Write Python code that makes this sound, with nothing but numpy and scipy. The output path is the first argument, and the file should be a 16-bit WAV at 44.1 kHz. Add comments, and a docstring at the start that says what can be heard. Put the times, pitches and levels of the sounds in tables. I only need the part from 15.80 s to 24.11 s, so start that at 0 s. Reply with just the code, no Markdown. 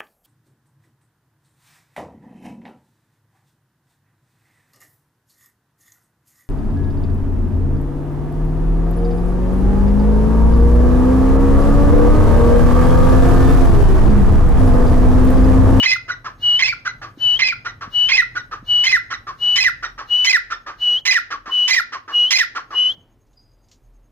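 """Two francolins duet in a walled yard, over an engine drone that later fades and a pulsing cricket.
First comes a pure whistle, a near-sinusoid that bends up at its end; each cackle then answers with a rasp, low note,
high note, rasp and falling note (aperiodic pulses and harmonic tones), followed by two hoarse clucks.
Brick walls return the calls as discrete echoes and a diffuse tail. Dull knocks, decaying sine waves, start later.
Near the end come dry ticks, short noise bursts, and one chirp of a small bird, a gliding sine."""
import sys
import numpy as np
from scipy import signal
from scipy.fft import rfft, irfft, next_fast_len
from scipy.io import wavfile
from scipy.ndimage import uniform_filter1d, minimum_filter1d, map_coordinates

SR = 44100
rng = np.random.default_rng(int(sys.argv[2]) if len(sys.argv) > 2 else 0)


def dump(signal):
    """Clip the signal to [-1, 1] and save it as 16-bit WAV at the path in sys.argv[1]."""
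    limited = np.clip(np.atleast_2d(signal).T, -1, 1)
    pcm = np.round(limited * 32767).astype(np.int16)
    wavfile.write(sys.argv[1], SR, pcm)


N = 366471
T = np.arange(N) / SR

# Levels in the tables are relative: envelopes, fluctuation and mix gains follow.
# Whistles: full voice at t/s, hold/s, bend/s, first f/Hz, held f/Hz, last f/Hz, first level/dB, held level/dB,
# left-right level/dB, left lead/us. Each f is the sounding pitch.
WHISTLES = [(-0.07, 0.1, 0.021, 2910, 2940, 3230, -16, -14.5, 7.5, 59),
            (0.649, 0.1, 0.059, 2927, 2918, 3270, -15.5, -12, 2, 62),
            (1.433, 0.11, 0.035, 3007, 2956, 3280, -15, -13, 6, 60.5),
            (2.162, 0.096, 0.048, 2943, 2963, 3330, -15, -14, 6.5, 56.5),
            (2.906, 0.12, 0.058, 2950, 2925, 3390, -16, -13, 3.5, 53.5),
            (3.636, 0.12, 0.038, 2932, 2957, 3190, -16, -14, 4, 27),
            (4.324, 0.13, 0.044, 2923, 2978, 3360, -15.5, -15, 4.5, 7),
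            (5.033, 0.12, 0.037, 2958, 2922, 3280, -17, -14.5, 1.5, 4),
            (5.737, 0.11, 0.049, 2982, 2941, 3150, -17.5, -15, 3.5, -9.5),
            (6.355, 0.09, 0.058, 2903, 2915, 3250, -14, -12.5, 0.8, -7.5),
            (6.969, 0.11, 0.046, 2932, 2966, 3380, -15.5, -15, 3, -30)]
# Faint broadband noise that rises and falls with the whistle: f/Hz, spectral level/dB per Hz
NOISE_SPECTRUM = [(300, -1), (1750, 1), (2600, -11), (3500, -3), (4100, 3.5), (4700, -6), (6050, -6),
                  (7370, -18.5), (7900, -44), (9290, -20), (11100, -29), (15500, -12)]
# Other partials against the main one: f/Hz, level/dB
OVERTONES = [(800, -27), (1700, -22.5), (3300, -15), (4060, -14), (5070, -8.5), (6100, -19.5), (7260, -23),
             (8560, -50), (9940, -38.5), (10900, -50), (12500, -33.5), (15500, -41)]
# Background: t/s, engine level/dB, yard murmur level/dB, ground rumble level/dB
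BACKGROUND = [(0.0, -51.5, -55.5, -60.5), (1.25, -51, -55, -60.5), (3.77, -52.5, -58, -59.5),
              (4.6, -64.5, -59.5, -63.5), (5.2, -68, -58, -64.5), (6.5, -76.5, -59.5, -68.5),
              (7.15, -67, -55.5, -62), (7.4, -66, -64, -65), (8.31, -69.5, -64, -64)]
# Background spectra: f/Hz, spectral level/dB per Hz
ENGINE_SPECTRUM = [(42, -37.5), (72, -4.5), (119, 6), (188, -12.5), (260, -18), (340, -45), (570, -120)]
RUMBLE_SPECTRUM = [(25, -9), (33, -6), (41, 9.5), (52, -8), (80, -47.5)]
YARD_SPECTRUM = [(53, -30), (90, 0), (195, -17.5), (237, -6), (357, -11), (727, -16), (2770, -32),
                 (5880, -42), (6550, -39), (7600, -56), (10300, -58), (15500, -44)]
# Rasps of the cackle: t/s, peak level/dB, length/s, treble level/dB
RASPS = [(0.0264, -11.5, 0.033, -11.5), (0.102, -19.5, 0.036, 3.5), (0.79, -12.5, 0.028, -12.5),
         (0.863, -17.5, 0.024, 4), (1.5894, -12.5, 0.026, -30), (1.6713, -19, 0.023, 2),
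         (2.2852, -12, 0.034, -24.5), (2.3627, -13, 0.017, -0.5), (3.035, -13.5, 0.039, -0.5),
         (3.112, -12.5, 0.012, 0.5), (3.756, -10.5, 0.026, 1.5), (3.833, -14, 0.017, 0),
         (4.443, -10.5, 0.026, 2), (4.523, -13.5, 0.011, -0.5), (5.2516, -10, 0.034, 2),
         (5.328, -12, 0.018, 0), (5.876, -11, 0.035, 2), (5.9435, -16, 0.023, 3), (6.5045, -8, 0.0314, 4.5),
         (6.5816, -10.5, 0.02, 3.5)]
# Throat resonances in the rasp: f/Hz, spectral level/dB per Hz
RASP_THROAT = [(500, -37), (1000, -9.5), (1300, -16), (2050, 2.5), (3300, -3), (4250, -9), (5300, -3.5),
               (7000, -14.5), (8500, -35.5), (10000, -29), (11200, -50.5), (12500, -28.5), (15500, -39.5)]
# Top treble of the cackle: t/s, level/dB
CACKLE_TOP = [(0, -3.5), (1.6, -10), (2.3, -4), (3.8, 1.5), (4.5, 2), (6.6, 0.5)]
# Direct sound of cackle and clucks: f/Hz, left-right level/dB
CACKLE_PAN = [(700, -0.5), (1220, 1.5), (2010, -4), (4400, -7.5), (8000, -4), (15000, 6.5)]
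# First wall echoes: left delay t/s, level/dB
WALLS = [(.034, -11.5), (.047, -23.5), (.071, -34.5)]
# Low notes of the cackle: t/s, length/s, f/Hz (the sounding pitch), first level/dB, last level/dB
LOW_NOTES = [(0.06, 0.0093, 2072, -11.5, -16.5), (0.824, 0.011, 2101, -12, -12),
             (1.621, 0.014, 2076, -14.5, -13), (2.32, 0.009, 2157, -15.5, -16.5),
             (3.068, 0.016, 2087, -12.5, -16), (3.785, 0.017, 2050, -13, -19.5),
             (4.472, 0.026, 2070, -15, -14.5), (5.278, 0.027, 2044, -17, -13),
             (5.909, 0.019, 2050, -16, -15), (6.535, 0.023, 2073, -15, -16.5)]
# High notes, every third cycle stronger: t/s, length/s, f/Hz, last f/Hz, level/dB
HIGH_NOTES = [(0.072, 0.046, 2534, 2497, -21), (0.838, 0.027, 2543, 2630, -20),
              (1.638, 0.038, 2550, 2477, -22), (2.332, 0.03, 2500, 2620, -17),
              (3.09, 0.023, 2536, 2484, -21.5), (3.806, 0.026, 2565, 2420, -18.5),
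              (4.497, 0.021, 2513, 2214, -16.5), (5.31, 0.019, 2496, 1845, -15.5),
              (5.932, 0.018, 2428, 1842, -17), (6.557, 0.02, 2485, 2004, -16.5)]
# Falling notes: t/s, hold/s, drop/s, first f/Hz, f/Hz before the drop, first level/dB, level/dB before the drop,
# level/dB in the drop, landing level/dB
FALLS = [(0.116, 0.022, 0.022, 2030, 2074, -15, -13.5, -42, -27),
         (0.882, 0.023, 0.024, 2250, 2406, -20, -20, -38, -25),
         (1.686, 0.022, 0.019, 2508, 2307, -18, -22.5, -35, -25),
         (2.379, 0.026, 0.018, 2085, 1902, -12.5, -12, -36.5, -24.5),
         (3.127, 0.018, 0.026, 2057, 1992, -12.5, -11, -18.5, -22),
         (3.844, 0.019, 0.025, 2095, 1986, -20, -11.5, -15.5, -22),
         (4.532, 0.022, 0.017, 2089, 1894, -17.5, -11, -17.5, -22.5),
         (5.345, 0.024, 0.012, 2038, 1820, -18, -12.5, -19.5, -20),
         (5.964, 0.024, 0.011, 2030, 1820, -16.5, -12.5, -22, -19),
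         (6.596, 0.021, 0.015, 2067, 1803, -16, -13, -25.5, -24)]
# Clucks: t/s, hoarse peak level/dB, treble level/dB, delay/s to the voice peak, f/Hz, last f/Hz,
# voice level/dB, voice fade/s
CLUCKS = [(0.2781, -20.5, 6, 0.03, 1427, 1385, -17.5, 0.0048),
          (0.4426, -18.5, 2, 0.025, 1321, 1057, -28, 0.023),
          (1.047, -25, 16.5, 0.032, 1487, 1400, -18.5, 0.0046),
          (1.214, -17.5, -2, 0.029, 1241, 1124, -31.5, 0.03),
          (1.845, -20.5, 9.5, 0.028, 1413, 1380, -22, 0.005),
          (2.0073, -17.5, -1, 0.02, 1306, 1150, -30.0, 0.023),
          (2.5483, -22, 8.5, 0.025, 1459, 1418, -18.5, 0.0093),
          (2.7107, -17.5, -3.5, 0.024, 1242.0, 1200, -25, 0.011),
          (3.2995, -20.5, 12.5, 0.033, 1353, 1360, -23.5, 0.0045),
          (3.4663, -19, -1.5, 0.021, 1210, 1110, -26.5, 0.03),
          (4.0232, -18.5, 8, 0.021, 1400, 1360, -22, 0.007),
          (4.1771, -17, -1.5, 0.026, 1239, 1068, -30, 0.03),
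          (4.6993, -19.5, 10, 0.028, 1348, 1290, -20.5, 0.007),
          (4.862, -15, -4.5, 0.033, 1219, 1158, -28.5, 0.009),
          (5.5017, -17.5, 8, 0.031, 1366, 1117, -26, 0.03),
          (5.6553, -17, -7.5, 0.031, 1176, 1056, -31.5, 0.026),
          (6.1192, -18.5, 8.0, 0.031, 1213, 1080, -27, 0.023),
          (6.277, -17.0, -11, 0.029, 1155, 1093, -34, 0.025),
          (6.748, -16.0, 6.5, 0.026, 1373.0, 1073, -24.5, 0.023),
          (6.904, -17.5, -13, 0.031, 1133, 1050, -30.5, 0.022)]
# Throat resonances in the cluck: f/Hz, spectral level/dB per Hz
CLUCK_THROAT = [(180, -42.5), (300, -10), (603, -15), (1730, 0), (2170, -14.5), (2920, -18.5), (3890, -23),
                (5790, -19.5), (9000, -52.5), (11700, -88.5), (19800, -120)]
# Thin bright notes that end some clucks: t/s, length/s, first f/Hz, last f/Hz, level/dB
SQUEAKS = [(0.313, 0.025, 1964, 1830, -31), (1.077, 0.029, 2028, 1960, -31),
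           (1.88, 0.028, 1985, 1840, -35.5), (2.58, 0.028, 1978, 1790, -33.5),
           (3.338, 0.018, 1980, 1790, -30), (4.05, 0.022, 1902, 1760, -31.5),
           (4.732, 0.019, 1822, 1760, -34)]
# Dull knocks: t/s, peak level/dB, f/Hz
THUMPS = [(1.374, -32.5, 281), (2.076, -32.5, 200), (2.827, -34, 220), (4.958, -51, 180), (5.677, -38, 250),
          (7.18, -42, 150)]
# Dry ticks: t/s, level/dB
TICKS = [(7.466, -57), (7.5293, -53), (7.84, -57), (7.885, -46), (7.9136, -35.5), (8.135, -60)]
# Chirp of a small bird: t/s, f/Hz, level/dB
CHIRP = [(7.555, 5040, -79), (7.58, 4870, -57), (7.66, 4930, -72.5), (7.9, 4820, -83)]

WHISTLE_START_S, WHISTLE_START_DB, WHISTLE_FLAT_HZ = .045, -39.5, 48.6   # faint, slightly flat start
WHISTLE_RISE_S, WHISTLE_RISE_DB = 0.013, -5   # last stretch of the attack
WHISTLE_ENDS_DB = -0.5   # the hold eases after its middle
BEND_KNEE, BEND_KNEE_PITCH, BEND_KNEE_DB, BEND_END_DB = .58, .3, -5.5, -13.5   # the bend steepens and fades
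CRICKET_HZ, CRICKET_DB = 6500, -74.5
TOP_PARTIAL_HZ = 9900   # above this the voice is mostly hiss
AIR_DB, AIR_LINGERS_S = -4, .012   # that hiss follows the cry and lingers
PORT_LAG_S = .0001
YARD_T60_S, YARD_CUT_HZ = 0.32, 5130
HIGH_HOLD = .62   # share of the note held before the pitch moves to its last value
FALL_SAG_EARLY = 0.44   # share of the slow sag done at mid-hold
DROP_KNEE, DROP_KNEE_PITCH = 0.74, .45   # share of the drop's time and depth at its knee
LANDING_HZ, LANDING_S, LANDING_FADE_DB = 1397, 0.0083, -2   # every fall lands on one short tone
CLUCK_SWELL_S, CLUCK_SWELL_DB, CLUCK_FADE_DB = .017, -12.5, -8
CLUCK_SHARP_HZ, CLUCK_SAG_SHARE = 60, .4   # starts sharp; the sag is done after this share of the fade
THUMP_S = 0.002   # rise time of the knock's envelope
CEILING, CUTOFF_HZ = .9, 15800


def amp(db):
    """The decibel: an amplitude ratio is 10 to the power level/20."""
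    return 10 ** (np.asarray(db) / 20)


def rms_one(x):
    """Normalisation to unit root mean square."""
    return x / np.sqrt(np.mean(x ** 2) + 1e-20)


def in_time(rows):
    """Linear interpolation of table columns to one value per sample."""
    s, *columns = np.transpose(rows)
    return [np.interp(T, s, column) for column in columns]


def at_hz(points, hz):
    """Interpolation of a spectrum on a logarithmic frequency axis."""
    table_hz, table_db = np.transpose(points)
    return np.interp(np.log(hz), np.log(table_hz), table_db)


def filtered(x, order, hz, kind):
    """Butterworth filtering: a maximally flat passband."""
    return signal.sosfilt(signal.butter(order, hz, kind, fs=SR, output="sos"), x)


def coloured(x, spectrum):
    """Spectral shaping by a tabulated response that also falls off below its first frequency."""
    size = next_fast_len(N, real=True)
    grid = np.maximum(np.fft.rfftfreq(size, 1 / SR), 1)
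    gain = amp(at_hz(spectrum, grid)) * np.minimum(grid / spectrum[0][0], 1) ** 2
    return rms_one(irfft(rfft(x, size) * gain, size)[:N])


def drift(rate_hz):
    """Slow random fluctuation of unit rms: low-passed white noise."""
    return rms_one(filtered(rng.standard_normal(N), 2, rate_hz, "low"))


def brighten(x, db, corner_hz, kind="high"):
    """Directivity: treble grows when the beak points at the listener; kind "low" scales the lows instead."""
    return x + (amp(db) - 1) * filtered(x, 2, corner_hz, kind)


def notes(tables, multiples, wobble, shimmer_db, edge_s, overtone_db, between_db=0, broken_db=0):
    """Membrane oscillation: partials on (t/s, f/Hz, level/dB) curves, slightly unsteady, coloured by the beak."""
    out, waver, shimmer = np.zeros(N), drift(250), np.clip(drift(200), -2, 1)
    for rows in tables:
        s, hz, db = np.transpose(rows)
        on = slice(max(int((s[0] - edge_s) * SR), 0), int((s[-1] + edge_s) * SR))
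        t = T[on]
        pitch = np.interp(t, s, hz)
        curve_db = np.interp(t, s, db)
        phase = 2 * np.pi * np.cumsum(pitch * (1 + wobble * waver[on])) / SR
        edge = np.clip(np.minimum(t - s[0], s[-1] - t) / edge_s + 1, 0, 1) ** 2
        wave = np.sin(phase)
        effort_db = 0.16 * (curve_db - db.max())   # soft stretches are purer
        for k in multiples:
            level_db = at_hz(OVERTONES, k * pitch) + effort_db + overtone_db
            level_db += between_db * (k % 1 > 0)   # partials between the harmonics
            level_db += broken_db * np.roll(waver, int(k * 9000))[on]   # each partial flickers on its own
            top_loss = 1 + (k * pitch / TOP_PARTIAL_HZ) ** 6
            wave += amp(level_db) * np.sin(k * phase + k * k) / top_loss
        out[on] += np.sqrt(2) * amp(curve_db + shimmer_db * shimmer[on]) * edge * wave
    return out


def chaos(throat, per_s, spread_db, air):
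    """Aperiodic excitation: membranes slap at uneven gaps and strengths, with air noise, through the throat."""
    gaps = SR / per_s * rng.uniform(.78, 1.22, int(per_s * N / SR * 2))
    at = np.cumsum(gaps).astype(int)
    at = at[at < N]
    pulses = air * rng.standard_normal(N)
    pulses[at] += amp(spread_db * np.clip(rng.standard_normal(len(at)), -2, 2))
    return coloured(pulses, throat)


def bursts(rows, attack_s, release_s):
    """Transient envelopes: linear attack, hold to the row's length, exponential decay."""
    out = np.zeros(N)
    for s, db, length in np.array(rows)[:, :3]:
        on = slice(int(s * SR), int((s + .25) * SR))
        t = T[on] - s
        shape = np.clip(t / attack_s, 0, 1) * np.exp(-np.maximum(t - length, 0) / release_s)
        out[on] += amp(db) * shape
    return out


def whistle_shape(s, hold, bend, first_hz, hz, last_hz, first_db, db, *place):
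    """Frequency and level modulation: faint start, swelling hold, upward bend."""
    knee = s + hold
    return [(s - WHISTLE_START_S, first_hz - WHISTLE_FLAT_HZ, first_db + WHISTLE_START_DB),
            (s - WHISTLE_RISE_S, first_hz, first_db + WHISTLE_RISE_DB), (s, first_hz, first_db),
            (s + hold / 2, hz, db), (knee, hz, db + WHISTLE_ENDS_DB),
            (knee + BEND_KNEE * bend, hz + BEND_KNEE_PITCH * (last_hz - hz), db + BEND_KNEE_DB),
            (knee + bend, last_hz, db + BEND_END_DB)]


def whistler():
    """Near-sinusoidal tone with one weak overtone, and faint broadband noise that rises and falls with it."""
    tone = notes([whistle_shape(*row) for row in WHISTLES], [2], wobble=0.00036, shimmer_db=0.43,
                 edge_s=0.011, overtone_db=-18.5)
    level = np.abs(uniform_filter1d(np.abs(tone), size=1800))
    tone = tone * amp(0.93 * drift(25.0))   # the level is never quite even
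    white = rng.standard_normal((2, N)) + rng.standard_normal(N)   # partly shared by both sides
    noise = amp(-34.5) * level ** 0.4 * np.array([coloured(side, NOISE_SPECTRUM) for side in white])
    return tone, noise


def whistle_sides(tone):
    """Binaural cues: interaural differences of time and level, moving from call to call."""
    pan_db, lead_us = in_time(WHISTLES)[-2:]
    shift = lead_us * 1e-6 * SR / 2   # samples, half to each side
    sides = [map_coordinates(tone, [np.arange(N) + sign * shift], order=3, mode="nearest") for sign in (1, -1)]
    return np.array(sides) * amp([pan_db / 2, -pan_db / 2])


def background():
    """Stationary noise under slow gains: engine drone, yard murmur and rumble, much alike on both sides."""
    engine_db, yard_db, rumble_db = in_time(BACKGROUND)
    both, left, right = rng.standard_normal((3, N))
    sides = [both + .2 * left, both + .2 * right]
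    other_sides = np.roll(sides, N // 2, axis=1)
    engine = amp(engine_db + 0.99 * drift(5.3)) * np.array([coloured(n, ENGINE_SPECTRUM) for n in sides])
    yard = amp(yard_db) * np.array([coloured(n, YARD_SPECTRUM) for n in sides])
    rumble_gain = amp(rumble_db + 7.5 + 1.5 * drift(2.0))
    rumble = rumble_gain * np.array([coloured(n, RUMBLE_SPECTRUM) for n in other_sides])
    return engine + yard + rumble


def cricket():
    """Amplitude modulation: a wing resonance, as narrow-band noise, in short regular pulses."""
    gate = np.sin(np.pi * 9.63 * T + .1 * drift(2.0)) ** 4   # about 9.63 pulses a second
    band = [(CRICKET_HZ * .9, -30), (CRICKET_HZ, 0), (CRICKET_HZ * 1.1, -30)]
    return amp(CRICKET_DB) * gate * coloured(rng.standard_normal(N), band)


def yard_echo(x):
    """Reverberation: a few wall reflections, then a diffuse tail, other on each side, band-limited."""
    t = T[:int(.8 * SR)]
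    decay = amp(-60 * t / YARD_T60_S)
    onset = np.clip(t / 0.0079 - 1, 0, 1)
    response = amp(-37.5) * rng.standard_normal((2, len(t))) * decay * onset
    for lag_s, db in WALLS:
        response[0, int(lag_s * SR)] += amp(db)
        response[1, int(lag_s * SR * 1.04)] += amp(db)
    dull = filtered(x, 2, [900, YARD_CUT_HZ], "band")
    return signal.fftconvolve(dull[None], response, axes=1)[:, :N]


def fall_shape(s, hold, drop, first_hz, hz, first_db, db, drop_db, landing_db):
    """Downward frequency glide: a hold with a slow sag, a fast drop, a short landing."""
    knee = s + hold
    landing = knee + drop
    return [(s, first_hz, first_db),
            (s + hold / 2, first_hz + FALL_SAG_EARLY * (hz - first_hz), (first_db + db) / 2),
            (knee, hz, db),
            (knee + DROP_KNEE * drop, hz + DROP_KNEE_PITCH * (LANDING_HZ - hz), drop_db),
            (landing, LANDING_HZ, landing_db), (landing + LANDING_S, LANDING_HZ, landing_db + LANDING_FADE_DB)]


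def cackle_notes():
    """Harmonic oscillation in the low and falling notes; period tripling in the high ones."""
    low = [[(s, hz, db), (s + length, hz * .99, last_db)] for s, length, hz, db, last_db in LOW_NOTES]
    voiced = notes(low, range(2, 8), wobble=0.0025, shimmer_db=-2.6, edge_s=0.0036, overtone_db=5.5, broken_db=1.5)
    high = [[(s, hz, db), (s + HIGH_HOLD * length, hz, db), (s + length, last_hz, db)]
            for s, length, hz, last_hz, db in HIGH_NOTES]
    thirds = [k / 3 for k in range(1, 19) if k != 3]   # the main partial is already there
    voiced += notes(high, thirds, wobble=.008, shimmer_db=0.5, edge_s=0.0041, overtone_db=2,
                    between_db=-6.0, broken_db=4.0)
    falls = [fall_shape(*row) for row in FALLS]
    voiced += notes(falls, range(2, 8), wobble=0.0024, shimmer_db=1.67, edge_s=.002, overtone_db=-6.5, broken_db=4.0)
    return voiced


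def cackler():
    """Alternation of chaotic and periodic oscillation; a thin rasp leaks under the notes."""
    voiced = cackle_notes()
    slaps = chaos(RASP_THROAT, per_s=1100.0, spread_db=2.0, air=0.24)
    rasp = slaps * amp(-9.5) * bursts(RASPS, 0.0044, 0.0012)
    leak = amp(-27) * uniform_filter1d(np.abs(voiced), size=200) * slaps
    keep = np.exp(-1 / (AIR_LINGERS_S * SR))
    effort = signal.lfilter([1 - keep], [1, -keep], np.abs(voiced + rasp))
    top = filtered(np.roll(slaps, N // 2), 6, TOP_PARTIAL_HZ, "high")
    air = amp(AIR_DB) * effort * top
    cry = brighten(voiced + rasp + leak + air, in_time(RASPS)[2], corner_hz=3000)
    return brighten(cry, in_time(CACKLE_TOP)[0], corner_hz=4300)


def ports(x):
    """Delay and diffraction: sound reaches the left port first, and the housing shades each port in its own way."""
    size = next_fast_len(N, real=True)
    hz = np.fft.rfftfreq(size, 1 / SR)
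    half = amp(at_hz(CACKLE_PAN, hz + 1) / 2) * np.exp(1j * np.pi * hz * PORT_LAG_S)
    return irfft(rfft(x, size) * np.array([half, 1 / half]), size)[:, :N]


def cluck_shape(s, burst_db, bright_db, after, hz, last_hz, db, fade):
    """Frequency and level modulation: the voice swells inside the burst, then sags and fades."""
    top = s + after
    return [(top - CLUCK_SWELL_S, hz + CLUCK_SHARP_HZ, db + CLUCK_SWELL_DB), (top, hz, db),
            (top + CLUCK_SAG_SHARE * fade, last_hz, db + CLUCK_SAG_SHARE * CLUCK_FADE_DB),
            (top + fade, last_hz, db + CLUCK_FADE_DB)]


def clucks():
    """Aperiodic bursts with a short voiced core; the treble swells as the beak opens."""
    voiced = notes([cluck_shape(*row) for row in CLUCKS], range(2, 6), wobble=0.038, shimmer_db=1.5,
                   edge_s=0.0034, overtone_db=-14)
    # the pitch holds, then droops while the note fades
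    squeaks = [[(s, hz, db), (s + .55 * length, hz, db - 1.5), (s + length, last_hz, db - 8)]
               for s, length, hz, last_hz, db in SQUEAKS]
    voiced += notes(squeaks, [2, 3], wobble=.01, shimmer_db=4.0, edge_s=0.0083, overtone_db=6.5)
    slaps = chaos(CLUCK_THROAT, per_s=1200.0, spread_db=1.5, air=0.12)
    body = bursts([(s, db - 16.0, .04) for s, db, *rest in CLUCKS], .004, 0.027)
    opening = bursts([(s + 0.0011, db + bright - 18, .025) for s, db, bright, *rest in CLUCKS], .014, 0.015)
    hoarse = brighten(slaps, -10.5, corner_hz=760) * body
    treble = brighten(slaps, -22, corner_hz=2360, kind="low") * opening
    return voiced + hoarse + treble


def knocks():
    """Damped oscillation: dull knocks near the microphone, each a sine that rises and dies fast."""
    out = np.zeros(N)
    t = T[:3000]
    envelope = t / THUMP_S * np.exp(1 - t / THUMP_S)
    for s, db, hz in THUMPS:
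        out[int(s * SR):][:3000] += amp(db) * np.sin(2 * np.pi * hz * t) * envelope
    return out


def ticks():
    """Impulsive noise: dry ticks, band-shaped with a sharp attack and exponential decay."""
    envelope = bursts([(s, db - 16, 0) for s, db in TICKS], 0.00092, 0.022)
    return envelope * coloured(rng.standard_normal(N), [(1500, -14), (4000, -3), (7000, 0), (9000, -25)])


def small_bird():
    """Frequency modulation: one gliding sine without overtones, fluctuating in level."""
    chirp = notes([CHIRP], [], wobble=.002, shimmer_db=4.0, edge_s=.005, overtone_db=0)
    return chirp * amp(3.5 * drift(30.0))


def scene():
    """Superposition of both birds, their echoes and the yard."""
    tone, noise = whistler()
    whistle = whistle_sides(tone) + amp(-17.0) * yard_echo(tone) + noise
    cry, cluck = cackler(), clucks()
    cackle = amp(2.0) * ports(cry + cluck) + yard_echo(amp(-0.5) * cry + amp(-1.5) * cluck)
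    return whistle + background() + cricket() + cackle + knocks() + ticks() + small_bird()


def record(dry):
    """Peak limiting and low-pass filtering: a fast gain holds the loudest notes down, the top is cut."""
    allowed = np.minimum(CEILING / (np.abs(dry).max(axis=0) + 1e-9), 1)
    gain = uniform_filter1d(minimum_filter1d(allowed, size=241), size=121)
    return signal.sosfilt(signal.cheby2(16, 60, CUTOFF_HZ, fs=SR, output="sos"), gain * dry)


dry = scene()
out = record(dry)
dump(out)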